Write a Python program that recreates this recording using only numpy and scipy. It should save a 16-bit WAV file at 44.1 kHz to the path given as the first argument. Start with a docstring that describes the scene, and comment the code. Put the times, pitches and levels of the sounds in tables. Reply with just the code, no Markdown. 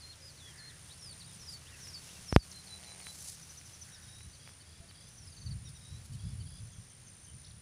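"""A small bird whistles close by in the reeds of a riverbank; chips and two-voiced chatter follow,
breath through the syrinx, while others rasp across the water. Crickets' wings trill in swelling phrases.
An angler winds line on a can: the line ticks, leaves rustle, and one sharp knock jolts the microphone.
A far engine drones; a light wind rumbles on the microphone and gusts near the end."""
import sys
import numpy as np
from scipy import signal
from scipy.fft import rfft, irfft
from scipy.io import wavfile
from scipy.ndimage import uniform_filter1d

SR = 44100
rng = np.random.default_rng(int(sys.argv[2]) if len(sys.argv) > 2 else 0)


def dump_mix(stems):
    """Bounce the given channels to the path in sys.argv[1] as a 16-bit WAV at rate SR."""
    frames = np.atleast_2d(stems).T  # one column per channel
    limited = np.clip(frames, -1, 1)  # hard clip at full scale
    pcm = np.round(limited * 32767).astype(np.int16)
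    wavfile.write(sys.argv[1], SR, pcm)


N = 335601
T = np.arange(N) / SR

# Long whistles, close by. Each row: start and length in seconds, level in dB, mid-note pitch in Hz,
# sag in Hz per second, opening scoop and closing drop in seconds, depth of the drop in Hz.
LONG_WHISTLES = [(0.0, .142, -53, 4200, -900, 0.031, 0.019, 1400),
                 (0.202, 0.11, -57.5, 5000, -1500, 0.026, 0.039, 910),
                 (0.367, .16, -59, 3400, 2798, 0.058, 0.013, 500),
                 (.573, .138, -53.5, 4200, 0, .032, 0.017, 1200),
                 (0.99, .147, -55.5, 5000, 11500, .008, .014, 950)]
# Piping notes. Each row: start in seconds, level in dB, pitch in Hz.
PIPING_NOTES = [(2.544, -54, 4110), (2.695, -51.5, 4000), (2.865, -57, 4020), (3.045, -56, 4000)]
# Two song motifs. Each row: offset and length in seconds, first and last pitch in Hz,
# share of the note spent gliding.
TRIPLET_NOTES = [(0, .066, 6150, 5140, 0.88), (.068, .05, 5900, 4800, .85), (.12, .062, 5750, 4480, .62)]
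ANSWER_NOTES = [(0, 0.052, 2580, 3820, 0.98), (.06, 0.046, 2870, 2620, 1)]
# When each motif is sung. Each row: start in seconds, level in dB, change per note in dB.
TRIPLET_REPEATS = [(1.385, -56.5, 1.6), (1.803, -50.5, -1), (2.253, -49.2, -1.2)]
ANSWER_REPEATS = [(1.649, -62, -1), (2.078, -60, -2.5)]
# Runs of chips. Each row: start, first interval and slowing per chip in seconds, number of chips,
# first and last level in dB, first and resting pitch in Hz.
CHIP_SERIES = [ (3.2, .0712, .0015, 9, -55.5, -49.5, 6080, 6060),
               (5.174, .0474, 0, 8, -55.5, -54.5, 6000, 4580), (6.723, .1717, 0, 4, -62, -57, 6600, 6330)]
# Quick flicks up or down. Each row: start and length in seconds, level in dB, first and last pitch in Hz.
FLICK_NOTES = [(0.893, 0.017, -60, 3200, 3960), (0.906, 0.024, -57.5, 3530, 4530),
               (1.196, .028, -57.5, 4900, 3840), (1.228, 0.029, -60, 3900, 4900),
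               (2.515, 0.0043, -46, 6600, 4620), (7.444, 0.011, -58, 3440, 6000),
               (7.468, 0.0094, -56, 3160, 4860), (7.505, 0.009, -58, 5150, 3170)]
# Two chatter phrases. Each row: offset and syllable length in seconds, number of syllables,
# upper voice's pitch in Hz and relative level in dB, then the same for the lower voice.
BUZZ_SYLLABLES = [(0, .057, 1, 5730, -2, 3860, -5), (.1, .036, 1, 5900, -4.5, 3890, -6),
                  (.162, .0203, 9, 5600, -9, 3920, -4)]
STUTTER_SYLLABLES = [(0, .034, 1, 4670, 0, 3080, -6.5), (.061, .029, 5, 4990, -4, 3410, -4)]
# When each phrase is sung. Each row: start in seconds, level in dB.
BUZZ_REPEATS = [(3.919, -56), (5.645, -56)]
STUTTER_REPEATS = [(4.33, -60.5), (4.598, -62), (4.883, -59.5), (6.124, -61.5), (6.397, -59)]
# Cricket phrases. Each row: start and end in seconds, final level in dB, pitch and its scatter in Hz.
CRICKET_PHRASES = [(0.354, 1.378, -52, 9000, 29.8), (2.055, 3.093, -52, 9000, 30.1),
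                   (3.499, 4.63, -60, 9070, 30), (4.701, 5.908, -57.5, 9100, 40),
                   (6.005, 7.438, -54.5, 9040, 35.5), (0.608, 1.14, -59, 9970, 70),
                   (3.297, 4.281, -57.5, 9660, 130.5), (4.253, 5.351, -59, 9780, 130),
                   (5.157, 5.708, -59, 9530, 60), (5.497, 6.685, -56, 9800, 101),
                   (6.597, 7.705, -58, 9550, 169)]
# Line ticking on the can. Each row: time in seconds, level in dB, ring pitch in Hz.
LINE_TICKS = [(1.872, -38, 2600), (2.836, -38, 3500), (3.0029, -34.5, 2590), (3.0687, -27.5, 2284),
              (3.6135, -39, 2440), (4.2076, -39, 2300), (4.4761, -33.5, 2150), (4.492, -38, 1900),
              (4.912, -41, 2000)]
# The two jolts of the knock. Each row: time in seconds, pressure step in dB before filtering.
KNOCK_STEPS = [(2.3265, -15.5), (2.3629, 0.2)]
# Stir of the reeds. Each row: time in seconds, relative levels of body and hiss in dB.
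REED_LEVELS = [(0.0, -65, -71), (1.5, -64, -69.5), (2.2, -63.5, -64), (2.46, -66, -66.5),
               (2.95, -63, -69.5), (3.18, -68, -64.5), (4.57, -66, -74), (7.61, -67.5, -76)]
# Leaves brushing close by. Each row: start and length in seconds, level in dB.
LEAF_BRUSHES = [(1.48, 0.083, -52.5), (3.015, 0.18, -55.5), (3.12, 0.25, -52.5), (3.232, 0.14, -54),
                (3.283, 0.0067, -45), (5.078, .02, -59), (5.685, 0.018, -61), (6.038, 0.034, -58),
                (6.113, .06, -61)]
# Steady wind on the microphone. Each row: time in seconds, relative level in dB.
WIND_LEVELS = [(0.0, -64), (1.67, -60), (2.8, -66), (4.3, -60), (4.67, -64.5), (5.5, -56), (6.5, -57.5),
               (7.1, -61.5), (7.61, -55.5)]
# Gusts on the microphone. Each row: time of the peak in seconds, level in dB, decay in seconds.
WIND_GUSTS = [(4.263, -44, 0.018), (4.805, -45, 0.017), (5.465, -38.5, .14), (5.705, -46.5, .03),
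              (5.94, -42.5, 0.088), (6.109, -37.5, 0.06), (6.243, -39.5, 0.13), (6.39, -43, 0.18),
              (6.62, -44, 0.025), (6.785, -45, 0.023), (7.345, -52.5, 0.025)]
# Distant rasping birds. Each row: start and length in seconds, level in dB, pitch in Hz.
FAR_RASPS = [(0.223, 0.27, -73, 5950), (0.417, 0.34, -66.5, 1858), (1.266, 0.053, -63.5, 3640),
             (1.671, 0.16, -69.5, 1808), (3.852, 0.31, -71, 1686), (4.257, 0.29, -69, 5900),
             (5.021, 0.23, -66.5, 5920), (5.296, .18, -66, 6260), (6.535, 0.43, -72.5, 6000),
             (7.024, 0.43, -73, 6050), (7.401, 0.11, -71, 5860)]
# Distant notes. Each row: start and length in seconds, level in dB, first and last pitch in Hz.
FAR_CALLS = [(.17, 0.13, -72.5, 560, 494), (4.8, 0.045, -72, 650, 694), (6.72, 0.059, -70, 3350, 3260),
             (6.9, 0.046, -71, 3100, 3220), (7.27, .035, -68.5, 3150, 3040)]
# Speed of the far engine. 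Each row: time in seconds, cycles per second.
ENGINE_SPEED = [(.2, 28.5), (1.15, 33.7), (1.4, 32), (1.78, 25.8), (2.15, 35.5), (2.75, 39.5), (3.75, 28.5),
                (4.2, 28), (4.7, 19.7)]
# The engine's harmonics. Each row: multiple of its speed, level in dB.
ENGINE_HARMONICS = [(3, -69.5), (4, -68.5), (5, -67)]
# Spectra of the noisy sources. Each row: frequency in Hz, relative level in dB.
CHORUS_SPECTRUM = [(7000, -22), (7600, -4.5), (8000, -38), (8900, -.5), (9250, -10), (9600, 1.5),
                   (10000, -15), (11000, -48)]
CREAK_SPECTRUM = [(200, -12), (800, 6.5), (1300, -10), (2200, 4), (3500, -10), (6000, 3), (12000, -28)]
REED_BODY_SPECTRUM = [(150, 3.5), (300, 2), (550, -0.5), (900, -3.5), (1800, -1), (3000, -3.5), (5000, -4),
                      (8000, -9.5), (12000, -36.5)]
REED_HISS_SPECTRUM = [(1500, -4.5), (3500, -3), (6000, 2.5), (7300, -2.5), (8300, -3), (9700, 2.5),
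                      (10700, -2.5), (12000, -13), (15500, -14.5)]
SWISH_SPECTRUM = [(2500, -21), (4500, -1), (8800, 1), (10300, 3), (12500, -13)]
WIND_SPECTRUM = [(20, -31), (45, -7.5), (80, 2.5), (125, -0.5), (175, -5.5), (250, -17.5), (400, -42),
                 (900, -52)]
GUST_SPECTRUM = [(25, -27), (60, 1.5), (115, 6), (170, -5.5), (260, -24), (500, -48), (1200, -74)]


def whistler(scoop_hz=1244, pipe_s=.079, pipe_sag_hz=60):
    """A near bird sings long scooped whistles and repeats its motif while a second bird answers with its own;
    then the first pipes near one pitch."""
    out = motif(TRIPLET_NOTES, TRIPLET_REPEATS) + motif(ANSWER_NOTES, ANSWER_REPEATS)
    for start, length, db, hz, sag_hz_per_s, scoop_s, drop_s, drop_hz in LONG_WHISTLES:
        t = length * progress(length)
        held = hz - sag_hz_per_s * (t - length / 2)
        scoop = scoop_hz * np.maximum(1 - t / scoop_s, 0) ** 2
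        drop = drop_hz * np.maximum(1 - (length - t) / drop_s, 0)
        add(out, start, undb(db) * whistle(held + scoop - drop))
    for start, db, hz in PIPING_NOTES:
        add(out, start - .03, undb(-56) * chip(hz=4380))  # a small chip leads each note in
        add(out, start, undb(db) * whistle(hz - pipe_sag_hz * (progress(pipe_s) - .5)))
    return out


def note(hz, swell=.15, waver=.0018, flutter_db=2):
    """One breath through a syrinx: a slightly unsteady sine that swells and fades."""
    n = len(hz)
    breath = np.abs(np.sin(np.linspace(0, np.pi, n))) ** swell
    return tone(hz * (1 + waver * drift(400, n))) * breath * undb(flutter_db * drift(71.4, n))


def whistle(hz):
    """A clear, slightly fluttering note."""
    return note(hz, swell=.27, waver=.0041, flutter_db=2.5)


def motif(notes, repeats):
    """A bird repeats a set sequence of gliding notes."""
    out = np.zeros(N)
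    for start, db, step_db in repeats:
        for k, (offset, length, from_hz, to_hz, share) in enumerate(notes):
            glide = np.sin(np.pi / 2 * np.minimum(progress(length) / share, 1)) ** 2
            voice = note(from_hz + (to_hz - from_hz) * glide, swell=.49, waver=.0051, flutter_db=4)
            add(out, start + offset, undb(db + k * step_db) * voice)
    return out


def chip(hz, length=.021, sag=.067, hook=.207):
    """A chip sags in pitch, then drops away at its end."""
    u = progress(length)
    return note(hz * (1 - sag * (u - .4) - hook * u ** 6), swell=.7, waver=.0057)


def chip_runs(step_hz=420, scatter_db=1.5):
    """A run of chips grows unevenly louder while its pitch steps down to a resting note."""
    out = np.zeros(N)
    for start, interval, slowing, count, first_db, last_db, first_hz, rest_hz in CHIP_SERIES:
        for k, db in enumerate(np.linspace(first_db, last_db, round(count))):
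            onset = start + k * (interval + slowing * (k - 1) / 2)
            hz = max(rest_hz, first_hz - k * step_hz)
            add(out, onset, undb(db + scatter_db * rng.standard_normal()) * chip(hz))
    return out


def swept_calls(calls, waver, flutter_db):
    """Short calls, each wavering along a straight sweep in pitch."""
    out = np.zeros(N)
    for start, length, db, from_hz, to_hz in calls:
        sweep = from_hz + (to_hz - from_hz) * progress(length)
        add(out, start, undb(db) * note(sweep, waver=waver, flutter_db=flutter_db))
    return out


def chatter(phrase, repeats, upper_arch, lower_arch, crest, climb, rasp, lower_swell):
    """Both sides of the syrinx sing arching syllables at once; runs climb, and longer runs are hoarser."""
    out = np.zeros(N)
    for start, db in repeats:
        for offset, length, count, upper_hz, upper_db, lower_hz, lower_db in phrase:
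            u = progress(length)
            bend = length * (u - crest) ** 2  # longer syllables fall further
            fade = np.exp(-.5 * (u - crest))
            count = round(count)
            for k in range(count):
                stray = rng.standard_normal(2) * (k > 0)
                lift = 1 + climb * ((k + .5) / count - .5)
                hoarse = rasp * np.log(count) * drift(1460, len(u))
                upper_pitch = upper_hz * (lift + .0275 * stray[0] + hoarse - upper_arch * bend)
                lower_pitch = lower_hz * (lift + .0064 * stray[1] - lower_arch * bend)
                upper = undb(upper_db) * note(upper_pitch, swell=.32, waver=.014, flutter_db=-1)
                lower = undb(lower_db) * note(lower_pitch, swell=lower_swell, waver=.007)
                add(out, start + offset + k * length, undb(db) * fade * (upper + lower))
    return out


def crickets(stroke_hz=60, swell_db=12, rise_hz=90, droop_hz=110, chorus_db=-67):
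    """Wing strokes ring one high tone; each phrase grows louder, rougher and higher, then stops dead."""
    out = np.zeros(N)
    for start, end, db, hz, scatter_hz in CRICKET_PHRASES:
        u = progress(end - start)
        n = len(u)
        stroke = np.cumsum(stroke_hz * (1 + .016 * drift(10, n))) / SR % 1
        roughness = scatter_hz * (.5 + u) * drift(500, n)
        pitch = hz + rise_hz * (u - .7) - droop_hz * u * (stroke - .5) + roughness
        fade = np.clip(8 * u, 0, 1) * np.clip(90 * (1 - u), 0, 1)
        scrape = np.sin(np.pi * stroke ** (2 / 3)) ** 2  # each stroke starts fast and dies away
        level = undb(db + swell_db * (u - 1) + 2.1 * drift(40.3, n))
        add(out, start, tone(pitch) * scrape * fade * level)
    chorus = noise(CHORUS_SPECTRUM)  # the rest of the meadow merges into a thin band
    return out + chorus * undb(chorus_db + drift(25))


def angler_line(ring_s=.00034, snap_s=.00093, slip_hz=115, slip_start_s=2.65, slip_s=.49):
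    """The line snaps over the can in dry ticks, and for a moment slips in a quick uneven run."""
    out = np.zeros(N)
    t = np.arange(400) / SR
    for start, db, hz in LINE_TICKS:
        ring = np.sin(2 * np.pi * hz * t) * np.exp(-t / ring_s)
        snap = .15 * rng.standard_normal(len(t)) * np.exp(-t / snap_s)
        add(out, start, undb(db) * (ring + snap))
    slip_count = np.floor(np.cumsum(slip_hz * (1 + .3 * drift(90))) / SR)
    slips = np.diff(slip_count, prepend=0) * undb(3 * drift(150))
    pull = np.zeros(N)
    add(pull, slip_start_s, np.abs(np.sin(np.pi * progress(slip_s))) ** .26)
    return out + undb(-59.5) * pull * colour(slips, CREAK_SPECTRUM)


def microphone_knock(leak_s=.008, bass_hz=56, edge_hz=3300, crack_db=-21):
    """A pressure step with a dry crack on its edge leaks away and rings the microphone's bass roll-off."""
    pressure = np.zeros(N)
    t = np.arange(SR // 5) / SR
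    for start, db in KNOCK_STEPS:
        add(pressure, start, undb(db) * np.exp(-t / leak_s))
    thump = butter(butter(pressure, bass_hz, "high", order=4), edge_hz, "low")
    crack = undb(crack_db) * butter(pressure, 3600, "high")
    return thump - crack


def reeds():
    """Leaves stir with a soft body and a finely crackling hiss; close by, blades catch and slide."""
    times, body_db, hiss_db = np.transpose(REED_LEVELS)
    body = noise(REED_BODY_SPECTRUM) * undb(np.interp(T, times, body_db) + 3 + .42 * drift(12))
    crackle = undb(2.4 * np.minimum(rng.exponential(size=N), 4) + 1.4 * drift(250))
    hiss = noise(REED_HISS_SPECTRUM, crackle) * undb(np.interp(T, times, hiss_db) + 11 + drift(15))
    touch = np.zeros(N)
    for start, length, db in LEAF_BRUSHES:
        add(touch, start, undb(db) * np.sin(np.pi * progress(length)))
    swish = noise(SWISH_SPECTRUM, crackle) * touch * undb(2 * drift(130))
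    return body + hiss + swish


def wind(rise_share=.24):
    """Wind rumbles on the microphone; gusts rise in a share of the time they take to die away."""
    times, levels_db = np.transpose(WIND_LEVELS)
    steady = noise(WIND_SPECTRUM) * undb(np.interp(T, times, levels_db) + 2 + .87 * drift(14))
    swirl = noise(GUST_SPECTRUM)
    swirl /= np.sqrt(uniform_filter1d(swirl ** 2, size=1500) + .013)  # evened out, so gusts shape it
    power = np.zeros(N)
    for peak_s, db, decay_s in WIND_GUSTS:
        age = (T - peak_s) / decay_s
        power += (undb(db) * np.exp(-np.maximum(age, -age / rise_share))) ** 2
    return steady + np.sqrt(power) * swirl * undb(3.7 * drift(35))


def far_rasps(trill_hz=55, depth_hz=110, scatter_hz=150, fall=.06):
    """Far birds shake their pitch so fast and unevenly that the slightly falling note turns to a rasp."""
    out = np.zeros(N)
    for start, length, db, hz in FAR_RASPS:
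        u = progress(length)
        shake = tone(trill_hz * (1 + .1495 * drift(30.3, len(u))))
        pitch = hz * (1 - fall * (u - .5)) + depth_hz * shake + scatter_hz * drift(900, len(u))
        add(out, start, undb(db) * note(pitch, swell=.2, flutter_db=3))
    return out


def far_engine(hum_hz=79.8, hum_db=-64, end_s=5.39):
    """A far engine revs up and down beside a steady hum; both fade out over one second."""
    speed = np.interp(T, *np.transpose(ENGINE_SPEED)) * (1 + .015 * drift(14))
    engine = sum(undb(db + 2.3 * drift(3.05)) * tone(k * speed) for k, db in ENGINE_HARMONICS)
    hum = undb(hum_db + 2 * drift(4)) * tone(hum_hz * (1 + .012 * drift(5.88)))
    return np.clip(end_s - T, 0, 1) * (engine + hum)


def bank_echo(x, t60, wet_db):
    """Reeds and water scatter a short echo behind the direct sound."""
    t = np.arange(SR // 2) / SR
    tail = rng.standard_normal(len(t)) * np.exp(-np.log(1000) * t / t60) * (t > .008)
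    return x + undb(wet_db) * signal.fftconvolve(x, tail / np.linalg.norm(tail))[:N]


def undb(db):
    """Decibels to gain."""
    return 10 ** (np.asarray(db) / 20)


def add(out, start, x):
    """Mix x into out from start seconds on."""
    i = max(int(start * SR), 0)
    out[i:i + len(x)] += x[:max(N - i, 0)]


def progress(length):
    """A ramp from 0 to 1 that lasts length seconds."""
    return np.linspace(0, 1, max(int(length * SR), 8))


def drift(rate, size=N):
    """Random drift through rate points a second, with spread near 1."""
    return np.interp(np.arange(size) * rate / SR, np.arange(8192), rng.standard_normal(8192))


def tone(hz):
    """A sine of rms 1 that follows a pitch track."""
    return np.sqrt(2) * np.sin(2 * np.pi * np.cumsum(hz) / SR)


def colour(x, spectrum):
    """Shape x by a spectrum and scale it to rms 1."""
    hz, db = np.transpose(spectrum)
    bins_hz = np.maximum(np.arange(N // 2 + 1) * SR / N, 1)
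    gain = undb(np.interp(np.log(bins_hz), np.log(hz), db))
    shaped = irfft(rfft(x) * gain, N)
    return shaped / np.sqrt(np.mean(shaped ** 2) + 1e-20)


def noise(spectrum, grain=1):
    """Coloured noise of rms 1; an uneven grain makes it crackle."""
    return colour(rng.standard_normal(N) * grain, spectrum)


def butter(x, hz, kind, order=2):
    """Causal Butterworth filter."""
    return signal.sosfilt(signal.butter(order, hz, kind, fs=SR, output="sos"), x)


def scene():
    """One microphone on the bank: far calls carry more echo than near birds, and the rest is dry."""
    buzzes = chatter(BUZZ_SYLLABLES, BUZZ_REPEATS, upper_arch=9, lower_arch=7,
                     crest=.248, climb=.065, rasp=.024, lower_swell=1.4)
    stutters = chatter(STUTTER_SYLLABLES, STUTTER_REPEATS, upper_arch=24.7, lower_arch=11.5,
                       crest=.358, climb=.071, rasp=.016, lower_swell=2)
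    song = whistler() + chip_runs() + swept_calls(FLICK_NOTES, waver=.045, flutter_db=2)
    near = bank_echo(song + buzzes + stutters, t60=.063, wet_db=-6.5)
    across_water = far_rasps() + swept_calls(FAR_CALLS, waver=.038, flutter_db=3)
    far = bank_echo(across_water, t60=.13, wet_db=-.5)
    mix = near + far + crickets() + reeds() + angler_line() + wind() + far_engine() + microphone_knock()
    return mix[None, :]


def record(dry, threshold=.2, hold_s=.05, duck_db=6, top_hz=15500):
    """Gain control ducks briefly after an overload; the top is cut steeply."""
    overload = (np.abs(dry[0]) > threshold).astype(float)
    held = signal.fftconvolve(overload, np.ones(int(hold_s * SR)))[:N] > .5
    gain = undb(-duck_db * butter(held.astype(float), 22, "low", order=1))
    return signal.sosfilt(signal.ellip(10, .2, 70, top_hz, fs=SR, output="sos"), dry * gain)


dry = scene()
out = record(dry)
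dump_mix(out)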